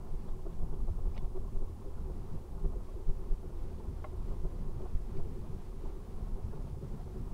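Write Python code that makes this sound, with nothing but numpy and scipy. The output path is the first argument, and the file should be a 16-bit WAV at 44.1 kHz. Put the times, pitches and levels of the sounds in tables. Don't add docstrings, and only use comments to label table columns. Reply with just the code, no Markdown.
import sys
import numpy as np
from scipy import signal
from scipy.fft import rfft, irfft, next_fast_len
from scipy.io import wavfile
from scipy.ndimage import map_coordinates

SR = 44100
rng = np.random.default_rng(int(sys.argv[2]) if len(sys.argv) > 2 else 0)


def put_to_file(sound):
    columns = np.atleast_2d(sound).T
    safe = np.clip(columns, -1, 1)
    whole_steps = np.round(safe * 32767)
    wavfile.write(sys.argv[1], SR, whole_steps.astype(np.int16))


def decibels_to_gain(level_db):
    exponent = np.asarray(level_db, float) / 20
    return 10 ** exponent


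N = 323253

# (time [s], body boom [dB], cabin air [relative dB], floor drone [relative dB])
ROLLING_LEVELS = [(0.0, -39.5, -51, -54.5), (0.63, -36, -67, -55), (0.86, -34, -55, -52),
                  (1.39, -38, -45.5, -50.5), (1.96, -39, -45.5, -55), (2.18, -37, -43, -50),
                  (2.33, -36, -69, -54.5), (2.51, -38.5, -50, -55), (3.43, -38, -48.5, -55),
                  (3.57, -40, -45.5, -53), (5.49, -38, -48, -53.5), (5.98, -39.5, -52, -52.5),
                  (6.64, -39.5, -43.5, -50), (6.92, -42.5, -46, -51.5), (7.33, -40, -47, -48.5)]
# (time [s], speed [km/h])
VEHICLE_SPEED = [(0, 37), (2, 38.5), (4.2, 42), (7.33, 42.5)]
# (frequency [Hz], relative density [dB])
BOOM_SPECTRUM = [(3, -28.5), (8, -4), (15, -2.5), (30, -3.5), (42, -7.5), (52, -19), (64, -18), (78, -16),
                 (95, -19.5), (130, -40.5)]
# (centre [Hz], width [Hz], relative level [dB])
CABIN_AIR_MODES = [(60.5, 20, -7), (74.7, 6.5, 2)]
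# (frequency [Hz], relative density [dB])
DRONE_SPECTRUM = [(70, -22), (100, -1.5), (125, -1), (160, -3.5), (185, -5), (240, -7.5), (280, -13),
                  (400, -43)]
# (centre [Hz], width [Hz], relative level [dB])
TYRE_AIR_MODES = [(219.7, 12.5, 0)]
# (centre [Hz], width [Hz], relative level [dB])
PANEL_MODES = [(325, 40, -6), (380, 30, 0), (440, 35, -11), (520, 50, -12)]
# (frequency [Hz], relative density [dB])
ROAR_SPECTRUM = [(400, -20.5), (500, -2), (620, -3.5), (800, 0.5), (1050, -2.5), (1300, -10), (1550, -20),
                 (2000, -30.5), (3500, -37.5)]
# (frequency [Hz], relative density [dB])
WIND_SPECTRUM = [(1000, 8.5), (1600, 3), (2500, -0.5), (5000, -5.5), (10000, -18.5)]
# (time [s], heave pitch [Hz], heave peak [dB], door panels [relative dB], dashboard [relative dB])
ROAD_BUMPS = [(0.14, 16.5, -26, -47, -73), (0.288, 57, -36, -64, -51), (0.467, 22, -32, -41.5, -48.5),
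              (0.503, 40, -38, -64, -56), (0.629, 50, -31, -54, -53), (0.735, 20, -24.5, -45, -49.5),
              (0.889, 23, -21, -47, -48), (0.989, 27, -43, -65, -50), (1.069, 27, -21, -48, -53),
              (1.174, 27, -30, -63, -48.5), (1.246, 17.3, -22, -63, -52.5), (1.358, 14, -45, -43.5, -52),
              (1.376, 12, -31, -40.5, -53), (1.448, 25, -34, -51, -51), (1.561, 16.4, -24, -46.5, -53),
              (1.625, 16.6, -26.5, -47.5, -56), (1.861, 16, -36, -46, -59), (2.109, 29, -32, -44.5, -55),
              (2.347, 11.6, -27, -61, -67), (2.654, 31, -20, -39, -52.5), (2.766, 28.5, -24.5, -44, -69),
              (2.81, 45, -42.5, -50, -71), (2.968, 39, -43, -46, -63), (3.0, 30, -53, -52, -67),
              (3.094, 18.3, -16.5, -45.5, -57), (3.32, 19.6, -20, -48, -59), (3.451, 18, -44, -45.5, -67),
              (4.134, 36, -34, -45.5, -54.5), (4.315, 24.5, -27.5, -49, -52), (4.452, 22, -23.5, -42, -48),
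              (4.697, 22, -28.5, -53, -62), (4.805, 9.6, -34, -49, -53), (4.84, 23, -43, -43, -66),
              (4.86, 23, -49, -50, -51), (4.96, 22, -22.5, -64, -60), (5.101, 19, -31, -48, -59),
              (5.162, 28, -48, -43, -72), (5.2, 12.3, -25, -43, -49.5), (5.535, 14, -30.5, -50, -64),
              (5.861, 33, -32, -70, -49), (6.279, 21, -29.5, -58, -53), (6.381, 19, -47, -45.5, -54),
              (6.538, 30, -45, -54, -52.5), (6.609, 22, -33, -62, -52), (6.835, 40, -43, -45.5, -64),
              (7.004, 30, -32.5, -57, -51.5), (7.171, 28, -34.5, -46, -58)]
# (time [s], pitch [Hz], peak [dB])
FLOOR_THUDS = [(0.138, 153, -42), (0.635, 162, -39.5), (0.728, 149, -39), (0.896, 145, -40.5),
               (0.965, 143, -43), (1.065, 169, -43), (1.237, 142, -39.5), (2.093, 141, -43),
               (2.346, 158, -40), (2.651, 161.5, -37.4), (3.093, 147.7, -36.0), (3.331, 140, -41.5),
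               (4.45, 155, -37.5), (4.774, 129, -39.5), (5.196, 146, -42), (5.505, 135, -40.5),
               (6.454, 125, -40), (6.561, 148, -44), (6.627, 150, -44), (6.721, 138, -41.5),
               (6.776, 136, -41.5), (6.844, 146, -46)]
# (time [s], pitch [Hz], peak [dB])
CABIN_BOOMS = [(0.735, 65, -37), (0.913, 76, -30), (1.074, 68.6, -35.5), (1.189, 68, -36),
               (2.653, 66, -36.5), (3.104, 71, -33), (3.893, 71.5, -34), (4.179, 70.6, -32.5),
               (4.484, 67, -34), (4.952, 72.4, -32.5), (5.08, 69.6, -40), (5.472, 73.4, -43),
               (6.447, 77, -34), (6.737, 74, -33.5)]
# (centre [Hz], width [Hz], relative level [dB])
DASH_MODES = [(445, 14, -6), (532, 38, -7.5), (615, 76, -3), (708, 61, -1), (879, 62, -3), (1055, 71, -3),
              (1233, 106, -10.5), (1400, 80, -15)]
# (centre [Hz], width [Hz], relative level [dB])
FLOOR_MODES = [(122, 20, -5), (150, 22, 0), (170, 20, -4)]
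# (time [s], relative level [dB])
KNOCK_HITS = [(4.0428, -36.5), (4.0457, -40), (4.0493, -42)]
# (frequency [Hz], relative level [dB], t60 [s])
KNOCK_MODES = [(610, 4, 0.06), (780, 2, 0.045), (900, -1, 0.022), (1030, 1, 0.022), (1085, 4, 0.03),
               (1265, 1, 0.016), (1360, -1, 0.016), (1480, -8, 0.018), (1670, -17, 0.027),
               (1850, -17, 0.027), (2000, -11, 0.04), (2070, -5, 0.056), (2540, -21, .025),
               (2940, -29, .025)]
# (time [s], relative level [dB])
PING_HITS = [(1.1745, -60), (1.1775, -42.5), (1.245, -64), (1.365, -61)]
# (frequency [Hz], relative level [dB], t60 [s])
CLIP_MODES = [(1771, -16, .014), (1981, -4, .016), (2200, 1, .018), (2412, -3, .018), (2930, -5, .028),
              (3440, -14, .12), (3709, -5, .016), (4312, -3, .015), (4600, -7, .014), (4950, -7, .014),
              (5300, -8, .012), (5950, -11, .012), (7000, -19, .01), (8300, -18, .01)]
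# (time [s], relative level [dB], centre [Hz], spread [octaves])
TRIM_TICKS = [(.28, -72, 1560, 0.08), (.28, -75, 3600, 0.08), (.42, -76, 4200, 0.22),
              (.526, -72, 1580, 0.08), (.527, -76, 3500, 0.15), (.735, -75, 3100, 0.15),
              (1.143, -75, 2400, 0.1), (1.146, -74, 4800, 0.12), (1.155, -71, 2550, 0.1),
              (1.16, -75, 4000, 0.5), (1.165, -63, 2700, 0.4), (1.241, -72, 2600, 0.2),
              (2.645, -72, 2000, 0.5), (4.0425, -60, 1300, 0.2), (4.581, -72, 1890, 0.36),
              (4.815, -72, 2500, 0.55), (4.97, -70, 2030, 0.18), (5.168, -68, 2300, 0.17),
              (5.169, -70, 4670, 0.1), (6.505, -73, 1630, 0.05)]
# (frequency [Hz], relative density [dB])
HISS_SPECTRUM = [(300, 10), (2000, -7.5), (5000, -1.5), (10800, -1), (11300, -4.5), (16000, -4)]


def unit(x):
    return x / np.sqrt(np.mean(x ** 2) + 1e-20)


def wobble(knots_per_s):
    knots = rng.standard_normal(int(N * knots_per_s / SR) + 4)
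    return map_coordinates(knots, [np.arange(N) * knots_per_s / SR])


def coloured(response):
    m = next_fast_len(N)
    hz = np.fft.rfftfreq(m, 1 / SR)
    white = rfft(rng.standard_normal(m))
    return unit(irfft(white * response(hz), m)[:N])


def spectrum(points):
    f, db = np.transpose(points)
    return lambda hz: decibels_to_gain(np.interp(np.log(hz + 1), np.log(f + 1), db, -120, -120))


def resonant(modes):
    return lambda hz: sum(decibels_to_gain(db) / (1 + ((hz - c) / w) ** 2) for c, w, db in modes)


def swells(rows, width_s):
    out, t = np.zeros(N + SR), np.arange(-SR // 10, SR // 10) / SR
    bell = np.exp(-(t / width_s) ** 2 / 2)
    for (s, hz, db), turn in zip(rows, rng.random(len(rows))):
        tone = np.cos(2 * np.pi * (hz * t + turn))
        out[round(s * SR):][:len(t)] += decibels_to_gain(db) * bell * tone
    return out[SR // 10:][:N]


def packets(times_s, levels_db, modes, width_s, scatter_db):
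    out, t = np.zeros(N + SR), np.arange(-SR // 10, SR // 10) / SR
    bell = np.exp(-(t / width_s) ** 2 / 2)
    hz, width_hz, level_db = np.transpose(modes)[:, :, None]
    draws = rng.standard_normal((len(times_s), 3, len(modes), 1))
    for s, db, (strength, detune, phase) in zip(times_s, levels_db, draws):
        tones = np.sin(2 * np.pi * (hz + 0.473 * width_hz * detune) * t + 3 * phase)
        burst = unit((decibels_to_gain(level_db + scatter_db * strength) * tones).sum(axis=0)) / np.sqrt(2)
        out[round(s * SR):][:len(t)] += decibels_to_gain(db) * burst * bell
    return out[SR // 10:][:N]


def struck(hits, modes, scatter_db, gain_db, attack_s):
    out, t = np.zeros(N + SR), np.arange(SR // 5) / SR
    onset = 1 - np.exp(-t / attack_s)
    hz, level_db, t60_s = np.transpose(modes)[:, :, None]
    draws = rng.standard_normal((len(hits), 2, len(modes), 1))
    for (s, db), (strength, phase) in zip(hits, draws):
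        decay = decibels_to_gain(level_db + scatter_db * strength - 60 * t / t60_s)
        ring = decay * np.sin(2 * np.pi * hz * t + 0.25 * phase)
        out[round(s * SR):][:len(t)] += decibels_to_gain(db + gain_db) * ring.sum(axis=0) * onset
    return out[:N]


def ticks(rows, t60_s, smear_s):
    out, t = np.zeros(N + SR), np.arange(SR // 12) / SR
    draws = rng.standard_normal((len(rows), 2, 24, 1))
    for (s, db, hz, octaves), (pitch, delay) in zip(rows, draws):
        late = np.maximum(t - smear_s * abs(delay), 0)
        rise = octaves * pitch
        decay_s = t60_s * (1 + 0.043 / octaves)
        tones = np.sin(2 * np.pi * hz * 2 ** rise * late) * decibels_to_gain(-4 * rise - 60 * late / decay_s)
        out[round(s * SR):][:len(t)] += decibels_to_gain(db - 4.5) * tones.sum(axis=0)
    return out[:N]


def rolling_db(column):
    rows = np.transpose(ROLLING_LEVELS)
    return np.interp(np.arange(N) / SR, rows[0], rows[column])


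def body_boom(shake):
    level_db = rolling_db(1) + 1.13 * shake + 1.64 * wobble(16)
    return decibels_to_gain(level_db) * coloured(spectrum(BOOM_SPECTRUM))


def cabin_air(shake):
    level_db = rolling_db(2) - 3.0 + 1.6 * shake + 1.2 * wobble(11)
    return decibels_to_gain(level_db) * coloured(resonant(CABIN_AIR_MODES))


def floor_drone(shake):
    level_db = rolling_db(3) + 0.4 + 1.75 * shake + 2.2 * wobble(24)
    floor = coloured(spectrum(DRONE_SPECTRUM))
    tyre_air = decibels_to_gain(-11.0) * coloured(resonant(TYRE_AIR_MODES))
    return decibels_to_gain(level_db) * (floor + tyre_air)


def panel_hum(shake):
    level_db = -56.5 + 1.0 * shake + 1.2 * wobble(18)
    return decibels_to_gain(level_db) * coloured(resonant(PANEL_MODES))


def tyre_roar(shake):
    level_db = -63.5 + 1.1 * shake + 0.9 * wobble(14) + 0.4 * wobble(3)
    return decibels_to_gain(level_db) * coloured(spectrum(ROAR_SPECTRUM))


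def wind(shake):
    pressure_power = 2.4
    speed = np.interp(np.arange(N) / SR, *np.transpose(VEHICLE_SPEED))
    faster = speed / VEHICLE_SPEED[0][1]
    start_db = -73.5 + 0.49 * shake + 1.16 * wobble(13)
    return decibels_to_gain(start_db) * faster ** pressure_power * coloured(spectrum(WIND_SPECTRUM))


def road():
    shake = wobble(9)
    low = body_boom(shake) + cabin_air(shake) + floor_drone(shake)
    return low + panel_hum(shake) + tyre_roar(shake) + wind(shake)


def body_heave():
    t, heave = np.arange(N) / SR, np.zeros(N)
    for (s, hz, db, _, _), turn in zip(ROAD_BUMPS, rng.random(len(ROAD_BUMPS))):
        bell = np.exp(-((t - s) * hz / 0.4) ** 2)
        heave += decibels_to_gain(db) * bell * np.cos(2 * np.pi * (hz * (t - s) + turn))
    return heave


def floor_and_air_thuds():
    return swells(FLOOR_THUDS, width_s=0.011) + swells(CABIN_BOOMS, width_s=0.0092)


def panel_bursts():
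    s, _, _, panel_db, _ = np.transpose(ROAD_BUMPS)
    return packets(s, panel_db, PANEL_MODES, width_s=0.011, scatter_db=2)


def dashboard_buzz():
    swell_s, top_hz, gain_db = 0.0096, 1120, -4.5
    t = np.arange(N) / SR
    s, _, _, _, dash_db = np.transpose(ROAD_BUMPS)
    swell = sum(decibels_to_gain(db) * np.exp(-((t - at) / swell_s) ** 2 / 2) for at, db in zip(s, dash_db))
    dull = lambda hz: resonant(DASH_MODES)(hz) / (1 + (hz / top_hz) ** 2)
    return decibels_to_gain(gain_db) * swell * coloured(dull)


def pebbles(count, modes, base_db, width_s):
    draw = rng.random((count, 2))
    levels_db = base_db - 3.34 * np.log(draw[:, 1] + 0.05)
    return packets(draw[:, 0] * N / SR, levels_db, modes, width_s, scatter_db=5)


def bumps():
    large = body_heave() + floor_and_air_thuds() + panel_bursts() + dashboard_buzz()
    floor = pebbles(count=80, modes=FLOOR_MODES, base_db=-56.5, width_s=0.031)
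    dash = pebbles(count=200, modes=DASH_MODES, base_db=-62.0, width_s=0.0054)
    panels = pebbles(count=60, modes=PANEL_MODES, base_db=-57.5, width_s=0.011)
    return large + floor + dash + panels


def plastic_knock():
    return struck(KNOCK_HITS, KNOCK_MODES, scatter_db=1.5, gain_db=-10, attack_s=0.00037)


def clip_ping():
    return struck(PING_HITS, CLIP_MODES, scatter_db=2, gain_db=-4, attack_s=0.0006)


def trim_ticks():
    at, level, pitch = rng.random((3, 40))
    spread_octaves = np.full(40, 0.37)
    faint = np.transpose([at * N / SR, -83 + 5 * level, 2200 * 3.5 ** pitch, spread_octaves])
    return ticks(TRIM_TICKS, t60_s=0.029, smear_s=0.004) + ticks(faint, t60_s=0.05, smear_s=0.005)


def microphone_hiss():
    return decibels_to_gain(-72.5 + 0.17 * wobble(3.9)) * coloured(spectrum(HISS_SPECTRUM))


def band_limit(x):
    top_hz = 15750
    m = next_fast_len(N + SR // 4)
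    passed = np.fft.rfftfreq(m, 1 / SR) < top_hz
    return irfft(rfft(x, m) * passed, m)[:, :N]


def scene():
    return (road() + bumps() + plastic_knock() + clip_ping() + trim_ticks())[None]


def roll_off(x):
    return signal.sosfilt(signal.butter(12, 16020, fs=SR, output="sos"), x)


def record(dry):
    heard = band_limit(dry + microphone_hiss())
    return roll_off(heard)


dry = scene()
out = record(dry)
put_to_file(out)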